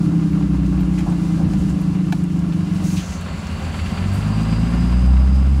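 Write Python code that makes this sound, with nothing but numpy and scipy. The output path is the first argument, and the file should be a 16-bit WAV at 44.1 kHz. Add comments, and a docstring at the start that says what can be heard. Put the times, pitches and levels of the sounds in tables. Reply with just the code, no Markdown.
"""Inside the cab of a six-cylinder turbodiesel pickup rolling down a street. First the exhaust brake
drones and throbs as the revs fall, over injection clatter, duct hiss and tyre rumble. The trim ticks
and knocks; bumps jolt the cab. Near 3 s the brake flap opens with a hiss of trapped gas. From 3.5 s
the revs climb: the turbo whistle rises and the firing note booms in the cab."""
import sys
import numpy as np
from scipy import signal
from scipy.fft import rfft, irfft, next_fast_len
from scipy.io import wavfile
from scipy.ndimage import uniform_filter1d, map_coordinates

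SR = 44100
rng = np.random.default_rng(int(sys.argv[2]) if len(sys.argv) > 2 else 0)


def store_pcm(level_fs):
    """Save levels as 16-bit WAV."""
    pcm = np.round(np.clip(level_fs, -1, 1) * 32767).astype(np.int16)
    wavfile.write(sys.argv[1], SR, np.atleast_2d(pcm).T)


N = 246959

# engine speed: time_s, firing_hz
FIRING_RATE = [(0, 68), (.9, 60.2), (1.5, 54.5), (2.1, 51.6), (2.7, 47.2), (3, 45.8), (3.5, 40.5),
               (3.75, 41.9), (4, 44.8), (4.25, 51.9), (4.75, 57.8), (5.25, 65.1), (5.6, 68.3)]
# throttle: time_s, fuel_share
THROTTLE = [(2.7, 0.069), (3.2, 0.32), (3.65, .66), (4.4, 0.95), (4.8, 0.95), (5.2, 0.48), (5.6, 0.39)]
# pulses in firing order; the shut flap loads the manifold halves unevenly: relative_strength
BRAKE_PULSES = [1, .03, .72, .08, .72, 0]
BUZZ_PULSES = [0.14, -0.66, 0.39, 0.2, 0.51, -0.59]
PULL_PULSES = [0.4, 0.47, 0.79, 0.42, 1.1, 0.37]
# pipe and cab response, flap shut and open: freq_hz, gain_db
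PIPE_SHUT = [(30, -50), (65, -34), (100, -22), (128, -17), (144, -7.5), (157, -2.5), (170, 1), (184, 1.5),
             (199, -5), (213, -15), (245, -27), (400, -52)]
PIPE_OPEN = [(30, -25), (60, -11), (90, -7), (125, -11), (150, -.5), (175, 2), (215, -1.5), (245, -11),
             (270, -11), (305, -17), (380, -26), (600, -47)]
# flap response: freq_hz, gain_db
FLAP_RESPONSE = [(200, -32), (245, -15.5), (275, -1.5), (298, 2.5), (322, 0), (345, -13), (390, -20),
                 (520, -35.5)]
# cab boom, flap shut and open: freq_hz, level_db
BOOM_SHUT = [(50, -49), (57, -34.5), (61, -23), (63.5, -22.5), (66, -35), (92, -30.5), (104, -53),
             (124, -55), (135, -32.5)]
BOOM_OPEN = [(44, -44), (52, -26.5), (58, -18), (64, -9.5), (68, -9), (80, -31.5), (88, -22.5),
             (102, -21.5), (118, -32.5), (135, -27.5)]
# glass and roof reflections: delay_s, gain
CAB_ECHOES = [(.0029, .13), (.0047, -.12), (.0074, .12), (.0113, .1)]
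# noise spectra: freq_hz, gain_db
COMBUSTION_SPECTRUM = [(220, -23.5), (380, -1), (465, -6.5), (585, -0.5), (625, -3), (706, -5), (760, -1),
                       (924, -4.5), (1000, -4.5), (1110, -2.5), (1230, -4.5), (1510, -9.5), (1900, -17.5),
                       (2470, -33), (4180, -120)]
INJECTOR_SPECTRUM = [(940, -16.5), (1600, -1.5), (1890, -6.5), (2060, -2.5), (2400, -4.5), (2770, -2),
                     (3280, -9.5), (3800, -10.5), (4760, -13), (5600, -34), (7280, -47), (12300, -120)]
DUCT_SPECTRUM = [(2820, -8.5), (4800, -1.5), (5540, -3), (7700, -4.5), (8670, -8), (10100, -7.5),
                 (11300, -15), (15100, -21), (15600, -20)]
TYRE_SPECTRUM = [(20, -46.5), (42, -7.5), (70, 0), (120, -8), (180, -0.5), (250, -10.5), (330, -22.5),
                 (450, -26), (800, -45.5)]
# duct hiss contour: time_s, relative_db
DUCT_CONTOUR = [(0.0, -53), (0.69, -55.5), (1.0, -51), (2.51, -55), (2.92, -46), (3.02, -46), (3.21, -53),
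                (3.52, -51.5), (3.76, -49), (4.85, -51.5), (5.08, -54.5), (5.6, -54.5)]
# road bumps: peak_s, level_db, half_width_s
BUMPS = [(1.08, -27, .06), (1.43, -19.5, .055), (1.6, -27, .1)]
# plastic squeaks: start_s, level_db, pitch_hz
SQUEAKS = [(.315, -50, 12000), (.803, -45, 12150), (1.097, -40, 8300), (2.182, -48, 11200)]
# dashboard ticks and creaks: start_s, level_db, centre_hz, t60_s
DASH_TICKS = [(0.408, -33.5, 880, 0.072), (.975, -33, 2020, 0.17), (0.985, -38.5, 6900, 0.059),
              (1.055, -29, 800, .3), (1.39, -27.5, 560, .16), (1.57, -45, 6900, 0.28),
              (1.69, -40, 6700, .12), (1.812, -42, 10000, 0.046), (2.238, -39, 7500, 0.027),
              (2.52, -35.5, 2470, .09), (2.78, -34.5, 616, .4), (3.207, -39, 7500, 0.067),
              (3.467, -33.5, 4960, .04), (4.12, -41, 8450, .4)]
# panel knocks: start_s, gain_db
PANEL_KNOCKS = [(.806, -36.5), (.99, -35), (1.005, -35), (1.122, -37), (1.534, -32.5), (2.1238, -21)]
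# panel modes: pitch_hz, gain_db, t60_s
PANEL_MODES = [(694, 1, 0.056), (767, 2, .04), (866, -1, 0.056), (1476, -2, 0.026), (1710, -2.5, 0.035),
               (2340, -6.5, 0.041), (2590, -12, 0.049), (3190, -6.5, 0.028), (4000, -8, 0.027),
               (7090, -14, 0.031)]
# gas past the flap (jet, whistling edge, gush): start_s, hold_s, level_db, centre_hz, width_hz
GAS_PUFFS = [(2.828, .15, -44, 6300, 8000), (2.83, .33, -44.5, 6300, 1600),
             (2.955, .035, -35.5, 2920, 3020)]

FLAP_OPENS_S, FLAP_SWING_S = 2.985, .04
CRUISE_FIRING_HZ = 55
TIME_S = np.arange(N) / SR
LN_1000 = np.log(1000)  # 60 dB of decay


def amp(db):
    """Decibels to gain."""
    return 10 ** (np.asarray(db) / 20)


def unit(x):
    """x at rms 1."""
    return x / np.sqrt(np.mean(x ** 2) + 1e-20)


def curve(rows):
    """(time_s, value) rows to one value per sample."""
    return np.interp(TIME_S, *np.transpose(rows))


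def wobble(rate_hz):
    """Smooth random curve with knots at rate_hz."""
    return map_coordinates(rng.standard_normal(int(N * rate_hz / SR) + 4), [TIME_S * rate_hz])


def filtered(x, response):
    """x times a complex frequency response."""
    size = 2 * next_fast_len(N // 2 + SR // 4)
    return irfft(rfft(x, size) * response(np.fft.rfftfreq(size, 1 / SR)), size)[:N]


def coloured(x, spectrum):
    """Causal filter, falling 40 dB per octave beyond the spectrum's ends; rms 1."""
    def response(hz):
        knot_hz, gain_db = np.transpose(spectrum)
        octave, knots = np.log2(hz + 1), np.log2(knot_hz)
        beyond = np.abs(octave - np.clip(octave, knots[0], knots[-1]))
        gain = amp(np.interp(octave, knots, gain_db) - 40 * beyond)
        cepstrum = irfft(np.log(gain + 1e-6))
        return np.exp(rfft(2 * cepstrum[:len(cepstrum) // 2], len(cepstrum)))
    return unit(filtered(x, response))


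def noise(spectrum):
    """Coloured noise, rms 1."""
    return coloured(rng.standard_normal(N), spectrum)


def band(centre_hz, width_hz):
    """Noise through a damped mode twice, rms 1."""
    def mode(hz):
        return 1j * hz * width_hz / (centre_hz ** 2 - hz ** 2 + 1j * hz * width_hz)
    return unit(filtered(rng.standard_normal(N), lambda hz: mode(hz) ** 2))


def burst(start_s, rise_s, t60_s):
    """Envelope that swells and dies away."""
    age_s = np.arange(SR // 2) / SR
    shape = (1 - np.exp(-age_s / rise_s)) * np.exp(-LN_1000 * age_s / t60_s)
    return np.pad(shape, (int(start_s * SR), N))[:N]


def level(base_db, fuel_db=0, octave_db=0):
    """Gain: base_db unfuelled at cruise, plus fuel_db at full throttle, octave_db per rev doubling."""
    octaves = np.log2(curve(FIRING_RATE) / CRUISE_FIRING_HZ)
    return amp(base_db + fuel_db * curve(THROTTLE) + octave_db * octaves)


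def cab(x):
    """Close reflections add a boxed-in colour; rms 1."""
    def response(hz):
        return 1 + sum(gain * np.exp(-2j * np.pi * hz * delay_s) for delay_s, gain in CAB_ECHOES)
    return unit(filtered(x, response))


def exhaust(firings, pulses, response, scatter, jitter):
    """One gas pulse per firing, varied in size and timing, rings the response; level held steady."""
    index = np.arange(np.ceil(firings[0]), np.floor(firings[-1]))
    chance = rng.standard_normal((len(index), 2))
    sizes = np.array(pulses)[index.astype(int) % len(pulses)] + scatter * chance[:, 0]
    onsets = np.interp(index + jitter * chance[:, 1], firings, np.arange(N)).astype(int)
    ring = coloured(np.bincount(onsets, sizes, N), response)
    power = uniform_filter1d(uniform_filter1d(ring ** 2, size=SR // 4), size=SR // 4)
    return ring / np.sqrt(np.abs(power))


def cab_boom(firings, response):
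    """The firing note and its octave swell as the revs cross the cab's resonances."""
    def tone(harmonic):
        level_db = np.interp(harmonic * curve(FIRING_RATE), *np.transpose(response))
        return amp(level_db) * unit(np.cos(2 * np.pi * harmonic * (firings - .3)))
    return amp(.51 * wobble(21)) * tone(1) + amp(2.1 * wobble(13)) * tone(2)


def exhaust_brake(firings, flap_open, bleed_db=-10.5, bleed_s=.32):
    """Uneven pulses drone in the pipe and buzz the flap; once it opens, the drone bleeds away."""
    drone = exhaust(firings, BRAKE_PULSES, PIPE_SHUT, scatter=.05, jitter=.005)
    drone *= level(-18.5, octave_db=4.8)
    buzz = exhaust(firings, BUZZ_PULSES, FLAP_RESPONSE, scatter=.1, jitter=.007)
    buzz *= level(-28.5, octave_db=13)
    braking = drone + buzz + cab_boom(firings, BOOM_SHUT)
    bleed = amp(bleed_db) * np.exp(-((TIME_S - FLAP_OPENS_S) / bleed_s) ** 4)
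    return (1 - flap_open) * braking + flap_open * bleed * drone


def clatter(firings, scatter_db=6.5, max_db=13.5, dip_s=2.26, dip_half_width_s=.29, dip_db=-3):
    """Combustion knock and injector rattle flare unevenly at each firing; the level dips briefly."""
    strength_db = np.minimum(scatter_db * rng.standard_normal(int(firings[-1]) + 1), max_db)
    flare = amp(strength_db)[firings.astype(int)] * np.exp(-(firings % 1) / .62)
    combustion = unit(1 + .14 * flare) * cab(noise(COMBUSTION_SPECTRUM))
    injectors = unit(1 + .33 * flare) * cab(noise(INJECTOR_SPECTRUM))
    combustion *= level(-41.5, fuel_db=6.76) * amp(1.1 * wobble(32))
    injectors *= level(-47, fuel_db=7.4, octave_db=-6.5)
    dip = amp(dip_db * np.exp(-((TIME_S - dip_s) / dip_half_width_s) ** 2))
    return dip * (combustion + injectors)


def duct_hiss(offset_db=2.5):
    """Air hisses through the turbo's ducts."""
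    return amp(curve(DUCT_CONTOUR) + offset_db + wobble(25)) * cab(noise(DUCT_SPECTRUM))


def tyres(level_db=-27, swing_db=1.82):
    """Rumble varies with the road surface and swells over bumps."""
    surface = amp(level_db + swing_db * wobble(2.9))
    jolts = sum(amp(db) * np.exp(-((TIME_S - peak_s) / half_width_s) ** 2)
                for peak_s, db, half_width_s in BUMPS)
    return (surface + jolts) * noise(TYRE_SPECTRUM)


def squeaks():
    """Plastic rubs on plastic: thin, fluttering tones."""
    flutter_rad = .8 * wobble(700)
    return sum(amp(db) * burst(start_s, rise_s=.0016, t60_s=.049)
               * np.sin(2 * np.pi * hz * TIME_S + flutter_rad) for start_s, db, hz in SQUEAKS)


def ticks(rise_share=.04, faint_per_s=2.5, faint_db=-40, faint_t60_s=.04):
    """The dashboard ticks and creaks; the shaking cab adds faint ticks at random."""
    dash = sum(amp(db) * burst(start_s, rise_share * t60_s, t60_s) * band(hz, .63 * hz)
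               for start_s, db, hz, t60_s in DASH_TICKS)
    faint = amp(faint_db) * band(centre_hz=5500, width_hz=5500)
    chance = rng.random((int(faint_per_s * N / SR), 2))
    envelope = sum(size * burst(position * N / SR, rise_share * faint_t60_s, faint_t60_s)
                   for position, size in chance)
    return dash + envelope * faint


def panel_knock(start_s, rise_s=.00075):
    """A loose panel strikes its mount: short modes and a dry crack."""
    age_s = np.arange(SR // 4) / SR
    modes = sum(amp(db + rng.normal(0, 1)) * np.exp(-LN_1000 * age_s / t60_s)
                * np.sin(2 * np.pi * (hz * age_s + rng.random())) for hz, db, t60_s in PANEL_MODES)
    ring = np.pad((1 - np.exp(-age_s / rise_s)) * modes, (int(start_s * SR), N))[:N]
    crack = burst(start_s - .001, rise_s=.0026, t60_s=.036) * band(centre_hz=3600, width_hz=6100)
    return ring + amp(-4) * crack


def gas_release(attack_s=.016, t60_s=.27):
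    """Pressure trapped behind the flap blows off: a thin jet, then a fuller gush."""
    gas = np.zeros(N)
    for start_s, hold_s, level_db, centre_hz, width_hz in GAS_PUFFS:
        age_s = TIME_S - start_s
        attack = np.clip(age_s / attack_s, 0, 1)
        decay = np.exp(-LN_1000 * np.maximum(age_s - hold_s, 0) / t60_s)
        gas += amp(level_db) * attack * decay * band(centre_hz, width_hz)
    return gas


def engine_pull(firings, lag_s_per_hz=8e-5, full_boom_throttle=.52):
    """Smoother pulses ring the open pipe; the cab booms under load."""
    pulses = exhaust(firings, PULL_PULSES, PIPE_OPEN, scatter=.07, jitter=.006)
    # pipe and body delay higher tones more
    smeared = filtered(pulses, lambda hz: np.exp(-1j * np.pi * lag_s_per_hz * np.minimum(hz, 700) ** 2))
    load = np.clip(curve(THROTTLE) / full_boom_throttle, 0, 1) ** 2
    return level(-37, fuel_db=17.6, octave_db=16.5) * smeared + load * cab_boom(firings, BOOM_OPEN)


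def accessory_hum(firings, cycles_per_turn=13):
    """A crank-driven accessory hums under load."""
    crank_turns = firings / 3
    tone = unit(np.sin(2 * np.pi * cycles_per_turn * crank_turns))
    return level(-52, fuel_db=21, octave_db=13.5) * amp(.52 * wobble(12)) * tone


def turbo_whistle(rest_hz=4316.5, rise_hz=1115.5, spool_s=1.8, upper_db=-1.5, upper_fade_db=15):
    """Boost lags the throttle, raising a breathy whistle's pitch and fading its upper band."""
    step = 1 / (spool_s * SR)
    boost = signal.lfilter([step], [1, step - 1], curve(THROTTLE))
    cycles = np.cumsum(rest_hz + rise_hz * boost) / SR

    def whistle(ratio, width_hz):
        breath = wobble(width_hz) + 1j * wobble(width_hz)
        return unit(np.real(breath * np.exp(2j * np.pi * ratio * cycles)))
    gain = level(-56, fuel_db=7.2, octave_db=2) * amp(1.9 * wobble(25))
    upper_gain = amp(upper_db - upper_fade_db * boost)
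    return gain * (whistle(1, width_hz=400) + upper_gain * whistle(1.6495, width_hz=1300))


def scene():
    """Mono mix at the driver's seat."""
    firings = 1.95 + np.cumsum(curve(FIRING_RATE)) / SR  # running count, starting mid-cycle
    flap_open = np.clip((TIME_S - FLAP_OPENS_S) / FLAP_SWING_S, 0, 1)
    mix = exhaust_brake(firings, flap_open) + clatter(firings) + duct_hiss() + tyres()
    mix += squeaks() + ticks()
    mix += sum(amp(db) * panel_knock(start_s) for start_s, db in PANEL_KNOCKS)
    mix += gas_release()
    mix += flap_open * (engine_pull(firings) + accessory_hum(firings) + turbo_whistle())
    return mix[None]


def record(dry, cutoff_hz=15730):
    """Brick-wall low-pass."""
    return np.array([filtered(x, lambda hz: hz < cutoff_hz) for x in dry])


dry = scene()
out = record(dry)
store_pcm(out)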